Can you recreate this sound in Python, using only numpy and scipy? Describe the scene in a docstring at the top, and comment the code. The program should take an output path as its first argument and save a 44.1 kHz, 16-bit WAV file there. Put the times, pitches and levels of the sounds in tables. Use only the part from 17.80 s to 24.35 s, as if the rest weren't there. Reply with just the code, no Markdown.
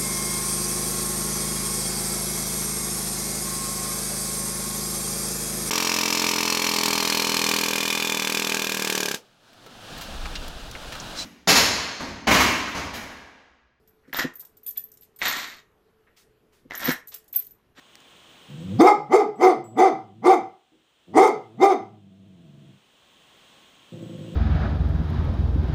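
"""Soft hiss and two dry clicks, then a large dog growls and barks seven times in a carpeted living room.
Slack vocal folds flap behind a shut mouth for the growl; each bark bursts out of it as the folds are
driven hard and the jaws open, then sinks back. A metal tag tinkles on the collar, the jowls flap once,
and a long growl and a last short one end the scene. The gain control of a small camera close by clamps
down at the first bark, and its hiss creeps back once the barking stops."""
import sys
import numpy as np
from scipy import signal
from scipy.fft import rfft, irfft
from scipy.io import wavfile
from scipy.ndimage import uniform_filter1d, minimum_filter1d

SR = 44100
rng = np.random.default_rng(int(sys.argv[2]) if len(sys.argv) > 2 else 0)


def persist_wave(psi):
    """Save psi, clipped to +-1, as 16-bit WAV."""
    counts = np.round(np.clip(psi, -1, 1) * 32767).astype(np.int16)
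    wavfile.write(sys.argv[1], SR, np.atleast_2d(counts).T)


N = 288855

# The colour of the hiss. Each row: frequency in Hz, relative level in dB.
HISS_COLOUR = [(30, 0.5), (60, -3.5), (100, -3.5), (220, 0.5), (600, -1.5), (1300, -4), (2200, -6),
               (3200, 2), (4000, -5.5), (4700, -14), (8300, -13.5), (10500, -21), (13000, -25),
               (15000, -18)]
# The slow drift of the hiss. Each row: time in seconds, level in dB.
HISS_DRIFT = [(0, -57), (.35, -53), (1, -50), (3, -45.5), (5.5, -52.5), (6, -56), (6.55, -52.5)]
# The camera's faint whine. Each row: frequency in Hz, level in dB.
WHINE_TONES = [(1085, -67.5), (6540, -72.5)]
# Small dry clicks near the camera. Each row: start in seconds, level in dB.
CLICKS = [(0.1546, -36), (0.204, -44.5)]

# The short growls, before they tense around the barks. Each row: start and length in seconds, first and
# last pitch in Hz, first and last effort in dB, lip opening in dB, muzzle ring in Hz, its level in dB.
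SHORT_GROWLS = [ (0.681, .33, 65.4, 109.2, -43.5, -25.5, -5.5, 498, -8),
                (1.164, .18, 122, 112.4, -32.5, -36.5, 1.5, 625.3, -22),
                (1.46, 0.24, 115, 110.7, -36, -37, -3.5, 620, -26),
                (1.76, .25, 103.4, 98, -27.5, -21.5, 4, 621.3, -7.5),
                (2.12, 0.35, 102, 97.5, -31.5, -28, -3.5, 603, -23.5),
                (2.607, 0.165, 93.8, 85.2, -31.5, -47, -7, 620, -20),
                (3.269, 0.16, 80.2, 103.7, -34, -27, 7.5, 632, -17),
                (3.55, .3, 103.3, 100.3, -40.5, -29.5, 3, 653, -13),
                (6.119, 0.52, 56.53, 53.7, -38, -37.5, 3.5, 511, -10)]
# The sinking pitch of the long growl. Each row: time in seconds, pitch in Hz.
LONG_GROWL_PITCH = [(4.0, 115), (4.032, 110.8), (4.286, 97.6), (4.48, 95.3), (4.564, 86.2), (4.674, 71.77),
                    (4.862, 70.9), (4.98, 64.8)]
# Its voice: first and last effort in dB, lip opening in dB, muzzle ring in Hz, its level in dB.
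LONG_GROWL_VOICE = (-28, -38.5, -4, 643.5, -11)
# The throat's resonances with the mouth shut. Each row: centre in Hz, width in Hz, relative level in dB.
SHUT_THROAT = [(124, 67, 0.0051), (188, 80, 0.35)]
# Upper resonances let out by the lips. Each row: centre in Hz, width in Hz, relative level in dB.
LIP_RESONANCES = [(338, 48, -7), (386, 270, -14.5)]

# The collar tag's modes. Each row: frequency in Hz, relative level in dB, seconds to fade by 60 dB.
TAG_MODES = [(6923, -22, .3), (7784, 0, .55), (14090, -13, .32)]
# Knocks on the tag. Each row: start in seconds, level in dB.
TAG_KNOCKS = [(.8, -62), (1.557, -40), (1.841, -28.5), (6.12, -64.5), (6.22, -60.5), (6.3, -63),
              (6.42, -64)]

# The barks; strain is the level of the overtones against the fundamental. Each row: start, length and
# attack in seconds, pitch after the leap and at the top in Hz, effort in dB, swell at the crest in dB,
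# roughness at the crest from 0 to 1, strain in dB, extra strain at the crest in dB.
BARKS = [ (0.982, 0.22, 0.032, 318.5, 425.7, 5.5, 9, 0.39, -3.5, 12),
         (1.284, .21, 0.065, 365, 440, 10.5, -1, .3, 2.5, -9),
         (1.566, 0.24, 0.07, 358.4, 379.9, 9.5, 3.5, 0.34, 2, -2.5),
         (1.942, 0.23, .06, 332.3, 398.1, 11.5, 0, 0.32, -1, 8.5),
         (2.412, .22, 0.059, 340, 390.6, 10, 2.5, 0.38, -2, 11),
         (3.324, .254, .054, 315.1, 450.6, 8.5, 0, 0.58, -2.5, -2.5),
         (3.772, 0.25, 0.069, 395.4, 399.6, 9.5, -3.5, 0.24, -1, 5)]
# The throat's resonances with the jaws wide. Each row: centre in Hz, width in Hz, relative level in dB.
OPEN_THROAT = [(459, 76, 4), (788, 178, 1), (959, 60, -5.5), (1211.7, 140, -7), (1333.5, 23, -19.5),
               (2087, 120, -11), (2289, 83, -19.5), (3186, 100, -32), (3630, 210, -30), (4650, 210, -35.5),
               (5210, 1100, -33.5), (6180, 400, -30), (7290, 300, -33), (8600, 1900, -39),
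               (12960, 1500, -44)]

# The hollow left by a standing wave: centre in Hz, width in Hz, depth from 0 to 1.
ROOM_HOLLOW = (260, 62, 0.51)
# First reflections off the floor and nearby furniture. Each row: delay in seconds, gain as a factor.
REFLECTIONS = [(.0027, 0.11), (.0051, 0.19), (.0079, .15)]
# The room's decay. Each row: frequency in Hz, seconds to fade by 60 dB.
ROOM_DECAY = [(120, 0.2), (400, 0.35), (800, 0.36), (2000, 0.32), (5000, 0.33), (12000, 0.14)]


def gain_of(db):
    """Decibels to amplitude."""
    return 10 ** (np.asarray(db) / 20)


def unit_rms(x):
    """Scales to rms 1."""
    return x / np.sqrt(np.mean(x ** 2) + 1e-20)


def curve_at(points, hz):
    """Reads a table along a log-frequency axis."""
    f, value = np.transpose(points)
    return np.interp(np.log(hz + 1), np.log(f + 1), value)


def add(mix, start, sound):
    """Mixes a sound in at a start time in seconds."""
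    part = mix[round(start * SR):][:len(sound)]
    part += sound[:len(part)]


def noise(count):
    """White noise from a stream of its own."""
    return np.random.default_rng(rng.integers(2 ** 31)).standard_normal(count)


def wobble(count, hz):
    """Random wavering up to a rate."""
    return unit_rms(signal.sosfilt(signal.butter(2, hz, fs=SR, output="sos"), noise(count)))


def low_cut(x, hz, order):
    """Rolls off the bass."""
    return signal.sosfilt(signal.butter(order, hz, "high", fs=SR, output="sos"), x)


def resonate(x, hz, width):
    """A steep resonance of gain 1 that can follow a moving frequency."""
    carrier = np.exp(2j * np.pi * np.cumsum(hz * np.ones(len(x))) / SR)
    r = np.exp(-np.pi * width / SR)
    return 2 * (carrier * signal.lfilter([(1 - r) ** 2], [1, -2 * r, r * r], x / carrier)).real


def steady(x, size):
    """Holds the rms at 1 over spans of size samples, so that effort alone sets the loudness."""
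    return x / np.sqrt(uniform_filter1d(uniform_filter1d(x ** 2, size), size) + 1e-12)


def hiss():
    """A slowly drifting bed of camera hiss with a thin electrical whine."""
    t, hz = np.arange(N) / SR, np.fft.rfftfreq(N, 1 / SR)
    bed = unit_rms(irfft(rfft(noise(N)) * gain_of(curve_at(HISS_COLOUR, hz)), N))
    whine = sum(gain_of(db) * np.sin(2 * np.pi * f * t + 0.39 * wobble(N, 29)) for f, db in WHINE_TONES)
    return bed * gain_of(np.interp(t, *np.transpose(HISS_DRIFT))) + whine


def tap(db, hz, width, decay_s):
    """A burst of noise in one broad resonance: a click when bright and short, a flap when low."""
    t = np.arange(SR // 5) / SR
    return gain_of(db) * unit_rms(resonate(noise(len(t)), hz, width)) * np.exp(-t / decay_s)


def growl(hz, first_db, last_db, lips_db, muzzle_hz, muzzle_db,
          jitter=0.19, shimmer=0.86, rasp_db=-1, taut_hz=105, attack_s=0.0044, release_s=0.059):
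    """Slack folds flap slowly and unevenly behind a shut mouth: the slacker, the lower and rougher."""
    n = len(hz)
    t = np.arange(n) / SR
    rough = np.clip(.25 + .27 * np.log2(taut_hz / hz), 0, 1)
    cycles = np.cumsum(hz * (1 + jitter * rough * wobble(n, 54))) / SR
    folds = unit_rms(sum(np.cos(2 * np.pi * k * cycles) for k in range(1, 13)))
    drive = folds * (1 + shimmer * rough * wobble(n, 45)) + gain_of(rasp_db) * rough * wobble(n, 900)
    # neighbouring resonances ring in opposite phase
    throat = sum((-1) ** k * gain_of(db) * resonate(drive, f, width)
                 for k, (f, width, db) in enumerate(SHUT_THROAT))
    upper = LIP_RESONANCES + [(muzzle_hz, 50, muzzle_db)]
    lips = sum(gain_of(db) * resonate(drive, f, width) for f, width, db in upper)
    voice = low_cut(throat + gain_of(lips_db) * lips, hz=90, order=4)
    fades = np.minimum(t / attack_s, 1) * np.minimum(t[::-1] / release_s, 1)
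    return gain_of(np.linspace(first_db, last_db, n)) * steady(voice, size=2400) * fades


def tension(t, tense_s=.04, relax_s=0.058):
    """The dog tenses just before each bark, holds at 1 through it and relaxes to 0 afterwards."""
    distances = [np.maximum(start - t, 0) / tense_s + np.maximum(t - start - length, 0) / relax_s
                 for start, length, *_ in BARKS]
    return np.exp(-np.min(distances, axis=0))


def growling(tense_octaves=0.4, tense_db=4):
    """Short growls glide, rising and swelling around the barks; the long one sinks as it runs out."""
    out = np.zeros(N)
    for start, length, first_hz, last_hz, *voice in SHORT_GROWLS:
        tense = tension(start + np.arange(round(length * SR)) / SR)
        hz = np.linspace(first_hz, last_hz, len(tense)) * 2 ** (tense_octaves * tense)
        add(out, start, gain_of(tense_db * tense) * growl(hz, *voice))
    times, pitches = np.transpose(LONG_GROWL_PITCH)
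    sinking_hz = np.interp(np.arange(times[0], times[-1], 1 / SR), times, pitches)
    add(out, times[0], growl(sinking_hz, *LONG_GROWL_VOICE))
    return out


def collar_tag(db):
    """The metal tag rings in a few high modes after a knock."""
    t = np.arange(SR // 2) / SR
    return sum(gain_of(db + mode_db - 60 * t / t60) * np.sin(2 * np.pi * hz * t)
               for hz, mode_db, t60 in TAG_MODES)


def bark_gesture(length, attack, leap_hz, top_hz, effort_db, swell_db, crest_rough, strain_db,
                 crest_strain_db, start_hz=164.55, end_hz=134.4, glide_s=.016, clear_s=.035,
                 onset_db=-38.5, sag_db_per_s=77, close_db=-35.5):
    """Pitch, effort, roughness and strain of a bark: a harsh attack, a clearer crest, closing jaws."""
    t = np.arange(round(length * SR)) / SR
    progress = t / length
    top_at, crest_at, close_at = .44, 0.46, 0.59  # shares of the bark's length
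    # pitch leaps out of the growl, tops out, droops a little, then falls as the jaws close
    arch = np.interp(progress, [0, .82 * attack / length, top_at, close_at, 1],
                     np.log([start_hz, leap_hz, top_hz, .92 * top_hz, end_hz]))
    hz = np.exp(uniform_filter1d(arch, round(glide_s * SR)))
    onset = np.maximum(1 - t / attack, 0) ** 1.337
    bite = np.exp(-((t - attack) / 0.017) ** 2)
    crest = np.exp(-((progress - crest_at) / .11) ** 2)
    closing = np.maximum(progress - close_at, 0) / (1 - close_at)
    sag_db = sag_db_per_s * np.maximum(t - attack, 0)
    effort = effort_db + onset_db * onset - sag_db + swell_db * crest + close_db * closing
    rough = np.interp(t, [0, attack, attack + clear_s, close_at * length, length],
                      [.28, .57, crest_rough, crest_rough, 0.12])
    strain = np.interp(progress, [crest_at, close_at], [strain_db, 3])
    return hz, effort, rough, strain - 0.5 * bite + crest_strain_db * crest


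def open_throat(drive, puffs, hz, rough, breath_db=-11):
    """Folds and breath ring the throat; the jaw opens with the pitch and lifts the resonances."""
    n = len(hz)
    lift = (hz / 390) ** 0.077 * (1 + .01 * wobble(n, 20))
    throat = np.zeros(n)
    for f, width, db in OPEN_THROAT:
        breath = gain_of(breath_db) * puffs * (f > 3000)
        # tongue and lips keep shifting, so the treble resonances swell and fade
        sway_db = 3 * wobble(n, 18) * (f > 3000)
        # a harsher voice drives the upper resonances harder
        bright_db = 9 * (rough - .4) * (f > 900)
        throat += gain_of(db + sway_db + bright_db) * resonate(drive + breath, f * lift, width)
    return low_cut(throat, hz=340, order=4)


def bark(attack, hz, effort_db, rough, strain_db, jitter=.06, shimmer=.6, flutter_hz=260,
         doubling=0.93, rasp=2.518, tone_db=-6, rush_db=-55.5, teeth_db=-32):
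    """Hard-driven folds: a strong gliding fundamental, with overtones and turbulence in the throat."""
    n = len(hz)
    cycles = np.cumsum(hz * (1 + jitter * rough * wobble(n, flutter_hz))) / SR
    # strained folds beat unevenly, strong and weak cycles in turn
    uneven = 1 + rough * (shimmer * wobble(n, flutter_hz) + doubling * np.cos(np.pi * cycles))
    overtones = unit_rms(sum(np.cos(2 * np.pi * k * cycles) for k in range(2, 15))) * uneven
    puffs = unit_rms((0.39 + np.exp(-(cycles % 1) / .35)) * noise(n))
    drive = (1 - rough) * overtones + rasp * rough * puffs
    throat = open_throat(drive, puffs, hz, rough)
    fundamental = np.cos(2 * np.pi * cycles) * (1 - rough) * (1 + 0.97 * rough * wobble(n, 55))
    voice = gain_of(tone_db) * low_cut(fundamental, hz=250, order=2)
    # a weak voice loses its overtones
    voice += gain_of(strain_db + 0.84 * np.minimum(effort_db, 0)) * throat
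    # the blast of air adds a faint low rush
    voice += gain_of(rush_db) * rough * unit_rms(resonate(noise(n), hz=300, width=60))
    # air hisses past the teeth as the jaws snap open, late in the attack
    snap = np.exp(-((np.arange(n) / SR - 0.83 * attack) / 0.012) ** 2)
    teeth = gain_of(teeth_db) * snap * unit_rms(resonate(noise(n), hz=4800, width=900))
    return (gain_of(effort_db) * steady(voice, size=500) + teeth) * signal.windows.tukey(n, .05)


def standing_wave(x):
    """The room scoops out one narrow low band where the camera stands."""
    hz, width, depth = ROOM_HOLLOW
    return x - depth * resonate(x, hz, width)


def with_reflections(x):
    """The direct sound and its first reflections, which comb the treble."""
    out = x.copy()
    for delay, gain in REFLECTIONS:
        add(out, delay, gain * x)
    return out


def room_tail(x, predelay_s=.005):
    """Dense reflections off walls and furniture, each band dying at its own speed."""
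    hz, t, bands = signal.stft(noise(SR), SR, nperseg=256)
    decay = gain_of(-60 * t / curve_at(ROOM_DECAY, hz)[:, None])
    tail = signal.istft(bands * decay, SR, nperseg=256)[1]
    tail = np.pad(tail / np.linalg.norm(tail), (round(predelay_s * SR), 0))
    return signal.fftconvolve(x, tail)[:N]


def scene(bark_send_db=-6, growl_send_db=-10):
    """The dog in the room, with the tag and clicks left dry, over the hiss."""
    barks, ticks = np.zeros((2, N))
    for start, length, attack, *voice in BARKS:
        add(barks, start, bark(attack, *bark_gesture(length, attack, *voice)))
    add(barks, 2.918, tap(db=-33, hz=320, width=197, decay_s=0.034))  # a soft flap of the jowls
    barks = standing_wave(barks)
    growls = growling()
    for start, db in TAG_KNOCKS:
        add(ticks, start, collar_tag(db))
    for start, db in CLICKS:
        add(ticks, start, tap(db, hz=4160, width=8400, decay_s=0.00096))
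    reverb = room_tail(gain_of(bark_send_db) * barks + gain_of(growl_send_db) * growls)
    return (with_reflections(barks) + growls + ticks + reverb + hiss())[None]


def record(dry, limit_db=-8.5, hold_s=0.42, recover_db_per_s=14, notch_hz=11300, top_hz=15500):
    """Gain control grabs fast, holds and lets go slowly; then soft overload, low cut, notch, high cut."""
    x = dry[0]
    power_db = 10 * np.log10(abs(uniform_filter1d(x ** 2, size=400)) + 1e-12)
    half = round(hold_s * SR / 2)
    held_db = -minimum_filter1d(-power_db, 2 * half + 1, origin=half, mode="nearest")
    recovery_db = np.arange(N) * recover_db_per_s / SR
    envelope_db = np.maximum.accumulate(held_db + recovery_db) - recovery_db
    reduction_db = np.maximum(envelope_db - limit_db, 0)
    x = x / gain_of(uniform_filter1d(reduction_db, size=150))
    knee, headroom = .6, .27
    rounded_peaks = np.sign(x) * (knee + headroom * np.tanh((abs(x) - knee) / headroom))
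    x = low_cut(np.where(abs(x) < knee, x, rounded_peaks), hz=50, order=3)
    x = signal.lfilter(*signal.iirnotch(notch_hz, Q=4.5, fs=SR), x)
    high_cut = signal.firwin(511, top_hz, window=("kaiser", 9), fs=SR)
    return signal.oaconvolve(x, high_cut, "same")[None]


dry = scene()
out = record(dry)
persist_wave(out)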